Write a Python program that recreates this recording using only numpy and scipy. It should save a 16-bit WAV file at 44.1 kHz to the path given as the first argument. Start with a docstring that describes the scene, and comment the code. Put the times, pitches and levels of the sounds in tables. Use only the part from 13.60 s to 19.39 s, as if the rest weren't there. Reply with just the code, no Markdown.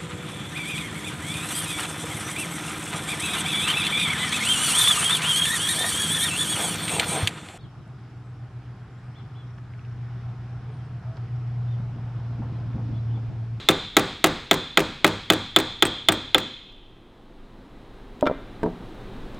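"""Workshop: a small hammer taps eleven times on a riveted metal mechanism resting on a steel punch in a vice.
Each blow cracks (noise burst), rings the steel and thumps the vice (decaying sines); the work rebounds and rattles.
Then the hammer is laid on the bench: head first, knocking and clinking against tools, then handle.
The room adds diffuse echo (convolution with decaying noise) over a background that swells after the tapping.
Heard close, the same in both channels, with a fast limiter."""
import sys
import numpy as np
from scipy import signal
from scipy.io import wavfile
from scipy.ndimage import uniform_filter1d, minimum_filter1d

SR = 44100
rng = np.random.default_rng(int(sys.argv[2]) if len(sys.argv) > 2 else 0)


def master_out(mix):
    """Clip the mix to full scale and print it as 16-bit PCM to the path in sys.argv[1]."""
    frames = np.transpose(np.atleast_2d(mix))
    ceiling = np.clip(frames, -1, 1)
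    pcm = np.round(ceiling * 32767).astype(np.int16)
    wavfile.write(sys.argv[1], SR, pcm)


N = 255339
SECONDS = np.arange(N) / SR

# All table levels are relative; t60 is the time to decay by 60 dB.
# Background level, swelling after the tapping: (time [s], level [dB])
BACKGROUND_LEVEL = [(2.9, -53), (3.41, -51.5), (5.32, -41), (5.79, -40)]
# Background colours: (frequency [Hz], density [dB per Hz])
RUMBLE_SPECTRUM = [(18, 3), (29, -2.5), (42, -3), (65, -23.5), (120, -28)]
ROOM_NOISE_SPECTRUM = [(35, -35.5), (60, -9.5), (75, -9.5), (108, 4), (135, -4.5), (196, -0.5), (289, -1),
                       (323, 0), (584, -10.5), (831, -10.5), (2570, -24), (3720, -23), (5000, -43),
                       (6500, -68), (11000, -120)]
HISS_SPECTRUM = [(2350, -23), (4000, -11), (5280, -12.5), (9280, -16), (10500, -19), (14800, -22),
                 (16000, -26)]
RUMBLE_DB, ROOM_NOISE_DB, HISS_DB = 0.5, -0.22, -26.5  # re the background level

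# Workshop echo: (frequency [Hz], density [dB per Hz]) and (frequency [Hz], t60 [s])
ECHO_SPECTRUM = [(100, 10.5), (300, 3.5), (700, 3.5), (1400, 5), (2100, 5.5), (2900, 2), (3700, 7),
                 (5000, -5), (7000, -2.5), (10000, -14.5), (15000, -15)]
ECHO_T60 = [(100, 0.88), (300, 0.53), (1000, 0.48), (2200, 0.7), (3200, 1.8), (3800, 0.71), (5000, 0.9),
            (7000, 0.66), (10000, 0.12), (15000, 0.58)]
# Blow summed over all directions, as the walls return it: (frequency [Hz], density [dB per Hz])
BLOW_ECHO_SPECTRUM = [(90, -2), (200, 1.5), (340, 2.5), (550, -4), (800, -0.5), (1300, -1), (2000, -8),
                      (2500, -11.5), (2900, -19.5), (3800, -8), (4700, -18.5), (6000, -25.5), (7200, -22.5),
                      (15000, -42.5)]
# Clusters of close modes in the thin plates of the work, high edge kept at least 20 Hz above low:
# (low edge [Hz], high edge [Hz], level [dB])
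PLATE_BANDS = [(2050, 2000, -2), (3300, 3704, 11.5), (3840, 4080, 11.5), (4240, 5400, -3.5),
               (6900, 7080, 5.5)]
SHIMMER_PER_RING, SHIMMER_PER_CRACK = 0.41, 0.2  # dB per dB

# Hammer blows: (time [s], force [dB], ring of the steel [dB], crack [dB])
TAPS = [(0.0875, -2, -0.5, 4.5), (0.3677, 0, -8.5, 4), (0.6417, -0.5, -17, 3.5), (0.9119, -2, -3.5, 0),
        (1.1732, 0.5, -14, -2), (1.4449, 0.5, -12.5, -0.5), (1.7011, -1.5, -4.5, 2), (1.9623, -2, 0.5, 1.5),
        (2.2239, -2.5, -2.5, -0.5), (2.4865, -2.5, -3, -1.5), (2.7459, -2.5, 0.5, -9)]
# Punch, vice and work under a blow: (frequency [Hz], level [dB], t60 [s])
VICE_MODES = [(155, -27.5, 0.22), (192.8, -10, 0.034), (207, -12.5, 0.045), (315.6, -18.5, 0.2),
              (360, -19, 0.11), (402.4, -19.5, 0.17), (518, -27.5, 0.33), (582.6, -10.5, 0.015),
              (682.6, -14.5, 0.06), (791, -16, 0.067), (886, -24.5, 0.063), (935, -37, 0.49),
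              (1114, -11.5, 0.02), (1190, -28, 0.27), (1315.4, -6.5, 0.031), (1294, -1.5, 0.028),
              (1460, -5.5, 0.013), (1573, -7.5, 0.017), (1635, -12, 0.023), (1590, -27, 0.095),
              (1960, -36, 0.131), (1924, -10.5, 0.022), (2135, -5.5, 0.021), (2134, -10, 0.022),
              (2390, -23.5, 0.064), (2433, -18, 0.032)]
# Low standing wave of the workshop: (frequency [Hz], level [dB], t60 [s])
STANDING_WAVE = [(101, -37, 0.69)]
# Diffuse clank of the loose mechanism: (frequency [Hz], density [dB per Hz]) and (frequency [Hz], t60 [s])
CLANK_SPECTRUM = [(60, -18.5), (120, -4), (260, 8), (550, 6.5), (900, 3.5), (1400, 5), (2200, 3),
                  (2800, -2), (3800, 0), (4800, -16), (8000, -27)]
CLANK_T60 = [(150, 0.53), (400, 0.29), (1200, .08), (3500, 0.12), (9000, 0.013)]
# Crack of steel on steel: (frequency [Hz], density [dB per Hz])
CRACK_SPECTRUM = [(1500, -8), (3000, 5.5), (4300, 1), (5800, -3), (7400, 1.5), (9500, -16.5), (11500, -7),
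                  (14000, -6.5), (16000, -10.5)]
TILT_DB_PER_OCTAVE_PER_DB = 0.39  # a harder blow is brighter

# Until the work is seated on the punch it sounds duller, low steel modes are muted, high ones lie sharp.
SETTLE_S, UNSETTLED_TILT_DB_PER_OCTAVE = 0.78, -3
UNSETTLED_MUTE_DB, UNSETTLED_SHARP_SHARE = -13.5, 0.022

# Steel of hammer and punch, low family: (frequency [Hz], level [dB], t60 [s])
LOW_RING_MODES = [(3215, -10, .02), (3262, -6, 0.022), (3120, -21, 0.025), (7040, -25.5, 0.032),
                  (13400, -24, .012)]
# High family: (frequency once seated [Hz], level [dB], t60 [s])
HIGH_RING_MODES = [(3380, -5, 0.022), (3490, -3, 0.029), (3505, -15, 0.057), (6850, -29, 0.023),
                   (9600, -23.5, 0.0045), (13300, -30.5, .03)]
# Hammer head, following the force of the blow: (frequency [Hz], level [dB], t60 [s])
HEAD_MODES = [(2197, -8, 0.014), (2543, -14, .035), (3870, -14, 0.032), (6830, -19, 0.026),
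              (7500, -25.5, 0.0076)]
LOW_RING_DB, LOW_RING_PER_RING = 1.5, 0.25  # level [dB]; share of the swing in ring [dB per dB]
HEAD_ECHO_DB = -4.5  # head modes are weaker in the echo
# Landings that set a thin part singing: (time [s], level [dB])
PINGS = [(2.2533, -4), (2.52, -1)]
# Thin part: (frequency [Hz], level [dB], t60 [s])
THIN_PART_MODES = [(8090, -29, .05), (8190, -32, .04)]

# Time the work stays in the air after a blow: (time [s], hop [s])
HOP_TIMES = [(0.09, 0.014), (0.37, 0.017), (1.7, .021), (2.22, .028), (2.49, 0.035)]
# Rattle of the work on the rebound: (frequency [Hz], density [dB per Hz])
RATTLE_SPECTRUM = [(400, 2.5), (1400, 7), (3000, 1), (5000, -7), (8000, -6), (11000, -12), (14000, -14),
                   (16000, -11)]
LANDING_DB, LANDING_DB_PER_DOUBLING, USUAL_HOP_S = 0.6, 2, 0.018  # a longer hop lands harder
RESTITUTION = 0.54  # second hop / first hop duration
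SECOND_LANDING_DB, GRIP_AFTER_S, GRIP_DB_PER_S = 0.5, 0.035, 747.5  # the hand damps a late landing

# Small metal ticks while the work is handled: (time [s], level [dB])
TICKS = [(3.124, -51), (4.61, -27.5), (4.667, -41), (5.033, -34), (5.062, -50), (5.746, -41)]
# Hammer head meeting the bench: (time [s], level [dB])
KNOCKS = [(4.6266, -2), (4.665, -11), (4.698, -12), (4.7125, -15)]
# Bench: (frequency [Hz], level [dB], t60 [s])
BENCH_MODES = [(275, -22, 0.31), (368, -29, 0.089), (434, -18, 0.094), (539, -8.5, 0.023), (602, -19, 0.14),
               (647, -15, 0.044), (792, -31, 0.028), (925, -21.5, 0.09), (1160, -41, 0.054)]
# Hammer head tipping against other tools: (time [s], level [dB])
CLINKS = [(4.657, -18), (4.666, -13), (4.6711, -4)]
# Those tools: (frequency [Hz], level [dB], t60 [s])
TOOL_MODES = [(1260, -25, 0.074), (1334, -14, 0.064), (1412, -15, 0.053), (1570, -18.5, 0.029),
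              (2100, -25.5, 0.023), (2330, -32, 0.049), (2850, -25, 0.032), (3215, -25.5, 0.055),
              (3524, -20.5, 0.026), (5300, -31, 0.024), (7150, -43, .03)]
# Wooden handle dropping: (time [s], level [dB])
DROPS = [(5.0315, -1), (5.036, -7.5), (5.061, -2)]
# Handle on the bench: (frequency [Hz], level [dB], t60 [s])
HANDLE_MODES = [(109, -40, 0.49), (175.9, -34.5, 0.67), (245, -29.5, 0.19), (324, -19.5, 0.17),
                (427, -24, 0.19), (648, -36, 0.18), (951, -14.5, 0.057), (1540, -33, 0.028)]
# Dull part of any contact on the bench: (frequency [Hz], density [dB per Hz])
THUD_SPECTRUM = [(100, -5.5), (300, 13.5), (700, 7), (1100, -2.5), (1800, -29), (4000, -19), (8000, -48)]
# Loose tools jostled by the hammer head: (frequency [Hz], density [dB per Hz])
CLATTER_SPECTRUM = [(900, 3), (1500, 13), (2200, -4), (3500, -12.5), (5400, -18), (8000, -44)]
CLATTER_DB, CLATTER_T60_S = 3, 0.055

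CUTOFF_HZ = 15900


def from_db(db):
    """Amplitude ratio of a level."""
    return 10 ** (np.asarray(db) / 20)


def at_hz(points, hz):
    """Read a table on a log-frequency axis."""
    freqs_hz, values = np.transpose(points)
    return np.interp(np.log(hz), np.log(freqs_hz), values)


def at_s(points, s):
    """Read a table on a linear time axis."""
    return np.interp(s, *np.transpose(points))


def fade(t60_s, size):
    """Exponential decay, 60 dB in t60."""
    return from_db(-60 * SECONDS[:size] / t60_s)


def band_pass(low_hz, high_hz, x):
    """Sound passed through a Butterworth band-pass."""
    return signal.sosfilt(signal.butter(2, [low_hz, high_hz], "band", fs=SR, output="sos"), x)


def low_pass(order, hz, x):
    """Sound passed through a Butterworth low-pass: a softer contact excites less treble."""
    return signal.sosfilt(signal.butter(order, hz, fs=SR, output="sos"), x)


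def bands(spectrum, size):
    """Third-octave noise bands around a spectrum's span: (centre [Hz], samples)."""
    edges_hz = 16 * 2 ** (np.arange(31) / 3)
    white = rng.standard_normal((2, size + SR // 2))  # extra half second lets the filters settle
    for k, (low_hz, high_hz) in enumerate(zip(edges_hz, edges_hz[1:])):
        if high_hz > spectrum[0][0] / 2 and low_hz < spectrum[-1][0] * 2:
            centre_hz = np.sqrt(low_hz * high_hz)
            band = band_pass(low_hz, high_hz, white[k % 2])  # neighbours use independent noise
            yield centre_hz, band[-size:] * from_db(at_hz(spectrum, centre_hz))


def steady(spectrum):
    """Coloured noise, rms 1."""
    noise = sum(band for _, band in bands(spectrum, N))
    return noise / noise.std()


def burst(spectrum, t60s, size=8000):
    """Countless modes struck at once, each band dying at its own rate; energy 1."""
    noise = sum(band * fade(at_hz(t60s, hz), size) for hz, band in bands(spectrum, size))
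    return noise / np.linalg.norm(noise)


def ring(modes, vary_db=5.0, tilt_db_per_octave=0, alternate=False, size=24000):
    """Struck modes with randomly varied levels, optionally alternating in sign."""
    chance_db = rng.normal(0, 1, len(modes)) * vary_db
    out = np.zeros(size)
    for k, (hz, db, t60_s) in enumerate(modes):
        sign = (-1) ** (k * alternate)
        level_db = db + chance_db[k] + tilt_db_per_octave * np.log2(hz / 1000)
        out += sign * from_db(level_db) * np.sin(2 * np.pi * hz * SECONDS[:size]) * fade(t60_s, size)
    return out


def add(track, s, sound):
    """Mix a sound in at a time."""
    start = round(s * SR)
    track[start:start + len(sound)] += sound[:N - start]


def background():
    """Low rumble, steady workshop noise and faint hiss, rising together."""
    noise = from_db(RUMBLE_DB) * steady(RUMBLE_SPECTRUM)
    noise += from_db(ROOM_NOISE_DB) * steady(ROOM_NOISE_SPECTRUM)
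    noise += from_db(HISS_DB) * steady(HISS_SPECTRUM)
    return from_db(at_s(BACKGROUND_LEVEL, SECONDS)) * noise


def flash(size=4000):
    """Brief answer of the thin plates to a blow: an impulse through their mode bands."""
    click = signal.unit_impulse(size)
    return sum(from_db(db) * band_pass(low_hz, max(high_hz, low_hz + 20), click)
               for low_hz, high_hz, db in PLATE_BANDS)


def lingering(age_s=0.17, blow_db=9.5, ring_db=-2.5, size=60000):
    """Tapping is already under way: the room still rings from the blow before."""
    blow_tail = burst(BLOW_ECHO_SPECTRUM, ECHO_T60, size=size)
    steel_tail = signal.fftconvolve(burst(ECHO_SPECTRUM, ECHO_T60, size=size), flash())[:size]
    tail = from_db(blow_db) * blow_tail + from_db(ring_db) * steel_tail
    out = np.zeros(N)
    add(out, 0, tail[round(age_s * SR):])
    return out


def unsettled(s):
    """1 at the start, decaying towards 0 as the work finds its seat on the punch."""
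    return np.exp(-s / SETTLE_S)


def tapping(clank_db=12.5, crack_db=6.0, crack_t60_s=0.023):
    """Each blow drives the vice and the loose mechanism, with a crack at the contact."""
    out = np.zeros(N)
    for s, force_db, _, hard_db in TAPS:
        tilt = TILT_DB_PER_OCTAVE_PER_DB * force_db + UNSETTLED_TILT_DB_PER_OCTAVE * unsettled(s)
        # alternating signs make the body answer gradually
        thump = ring(VICE_MODES, vary_db=0.0, tilt_db_per_octave=tilt, alternate=True)
        add(out, s, from_db(force_db) * (thump + ring(STANDING_WAVE)))
        add(out, s, from_db(force_db + clank_db) * burst(CLANK_SPECTRUM, CLANK_T60))
        add(out, s, from_db(hard_db + crack_db) * burst(CRACK_SPECTRUM, [(4000, crack_t60_s)]))
    return out


def steel(echo_send):
    """Contact point sets the ring; in the echo send, modes alternate in sign, filling the band between them."""
    out = np.zeros(N)
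    for s, force_db, ring_db, _ in TAPS:
        low_db = LOW_RING_DB + LOW_RING_PER_RING * ring_db + UNSETTLED_MUTE_DB * unsettled(s)
        sharpen = 1 + UNSETTLED_SHARP_SHARE * unsettled(s)
        high_modes = [(hz * sharpen, db, t60_s) for hz, db, t60_s in HIGH_RING_MODES]
        head_db = force_db + HEAD_ECHO_DB * echo_send
        for db, modes in (low_db, LOW_RING_MODES), (ring_db, high_modes), (head_db, HEAD_MODES):
            add(out, s, from_db(db) * ring(modes, vary_db=1.47, alternate=echo_send))
    for s, db in PINGS:
        add(out, s, from_db(db) * ring(THIN_PART_MODES))
    return out


def shimmer():
    """Thin plates of the work flash at each blow and radiate towards the walls."""
    out, plates = np.zeros(N), flash()
    for s, _, ring_db, hard_db in TAPS:
        add(out, s, from_db(SHIMMER_PER_RING * ring_db + SHIMMER_PER_CRACK * hard_db) * plates)
    return out


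def workshop(x, spectrum, build_up_s=0.03, size=60000):
    """Diffuse echo that builds up, its fine pattern slowly changing between two noise responses."""
    out = np.zeros(N)
    swell = 1 - np.exp(-(SECONDS[:size] / build_up_s) ** 2)
    for share in np.cos(2 * SECONDS), np.sin(2 * SECONDS):
        response = swell * burst(spectrum, ECHO_T60, size=size)
        out += signal.fftconvolve(x * share, response)[:N]
    return out


def blow_echo(level_db=9.0, hardness_share=0.4):
    """Walls gather each blow from every direction, so its echo has a smooth colour."""
    pulses = np.zeros(N)
    for s, force_db, _, hard_db in TAPS:
        add(pulses, s, from_db([level_db + force_db + hardness_share * hard_db]))
    return workshop(pulses, BLOW_ECHO_SPECTRUM)


def landings():
    """Two landings per blow, the second after a shorter hop and damped if late: (time [s], level [dB])."""
    for s, *_ in TAPS:
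        hop_s = at_s(HOP_TIMES, s)
        second_s = hop_s * (1 + RESTITUTION)
        yield s + hop_s, LANDING_DB + LANDING_DB_PER_DOUBLING * np.log2(hop_s / USUAL_HOP_S)
        yield s + second_s, SECOND_LANDING_DB - GRIP_DB_PER_S * max(second_s - GRIP_AFTER_S, 0)


def rebounds(rattle_t60_s=0.028, catch_s=0.00034):
    """Work hops off the punch and comes down edge first, so each rattle takes a moment to catch."""
    out = np.zeros(N)
    for s, db in landings():
        rattle = burst(RATTLE_SPECTRUM, [(4000, rattle_t60_s)])
        rattle *= 1 - np.exp(-SECONDS[:len(rattle)] / catch_s)
        add(out, s, from_db(db) * rattle / np.linalg.norm(rattle))
    return out


def handling(tick_db=10.0, tick_t60_s=0.012, soft_hz=10000.0):
    """Light touches of metal on metal: short, softened cracks."""
    out = np.zeros(N)
    for s, db in TICKS:
        add(out, s, from_db(db + tick_db) * burst(CRACK_SPECTRUM, [(4000, tick_t60_s)]))
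    return low_pass(1, soft_hz, out)


def contacts(events, modes, thud_db, thud_t60_s, soft_hz):
    """Object touches down: a dull thud and struck modes, rounded by the softness of the contact."""
    out = np.zeros(N)
    for s, db in events:
        add(out, s, from_db(db) * ring(modes, vary_db=5.5))
        add(out, s, from_db(db + thud_db) * burst(THUD_SPECTRUM, [(500, thud_t60_s)]))
    return low_pass(2, soft_hz, out)


def laying_down():
    """Head knocks on the bench and clinks against tools; the handle follows."""
    head = contacts(KNOCKS, BENCH_MODES, thud_db=8.5, thud_t60_s=0.095, soft_hz=1310.0)
    tools = contacts(CLINKS, TOOL_MODES, thud_db=8.5, thud_t60_s=0.058, soft_hz=4160.0)
    handle = contacts(DROPS, HANDLE_MODES, thud_db=2.5, thud_t60_s=0.17, soft_hz=2760.0)
    return head + tools + handle


def clatter():
    """Loose tools rattle against each other as the hammer head tips into them."""
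    out = np.zeros(N)
    for s, db in CLINKS:
        add(out, s, from_db(db + CLATTER_DB) * burst(CLATTER_SPECTRUM, [(2000, CLATTER_T60_S)]))
    return out


def scene(steel_echo_db=-16.0, rattle_echo_db=-17.0, bench_echo_db=-19.0, clatter_echo_db=-11.0):
    """Direct sounds, their echo with a send level per source, and the background; two equal channels."""
    rattles, bench, tools = rebounds(), laying_down() + handling(), clatter()
    to_walls = from_db(steel_echo_db) * steel(echo_send=True) + shimmer()
    to_walls += from_db(rattle_echo_db) * rattles
    to_walls += from_db(bench_echo_db) * bench
    to_walls += from_db(clatter_echo_db) * tools
    room = workshop(to_walls, ECHO_SPECTRUM) + blow_echo() + lingering()
    direct = tapping() + steel(echo_send=False) + rattles + bench + tools
    mono = direct + room + background()
    return np.array([mono, mono])


def record(dry, limit=1.79, ceiling=1.0, release_db_per_s=1497.5):
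    """Fast limiter holds peaks down, what it lets through is rounded off, and the top is cut."""
    over_db = 20 * np.log10(np.maximum(np.abs(dry[0]) / limit, 1))
    release_db = release_db_per_s * SECONDS
    held_db = np.maximum.accumulate(over_db + release_db) - release_db  # instant attack, linear dB release
    gain = uniform_filter1d(minimum_filter1d(from_db(-held_db), size=5), size=5)
    held = dry * gain
    rounded = held / (1 + (held / ceiling) ** 4) ** (1 / 4)
    return signal.sosfilt(signal.ellip(10, 0.1, 90, CUTOFF_HZ, fs=SR, output="sos"), rounded)


dry = scene()
out = record(dry)
master_out(out)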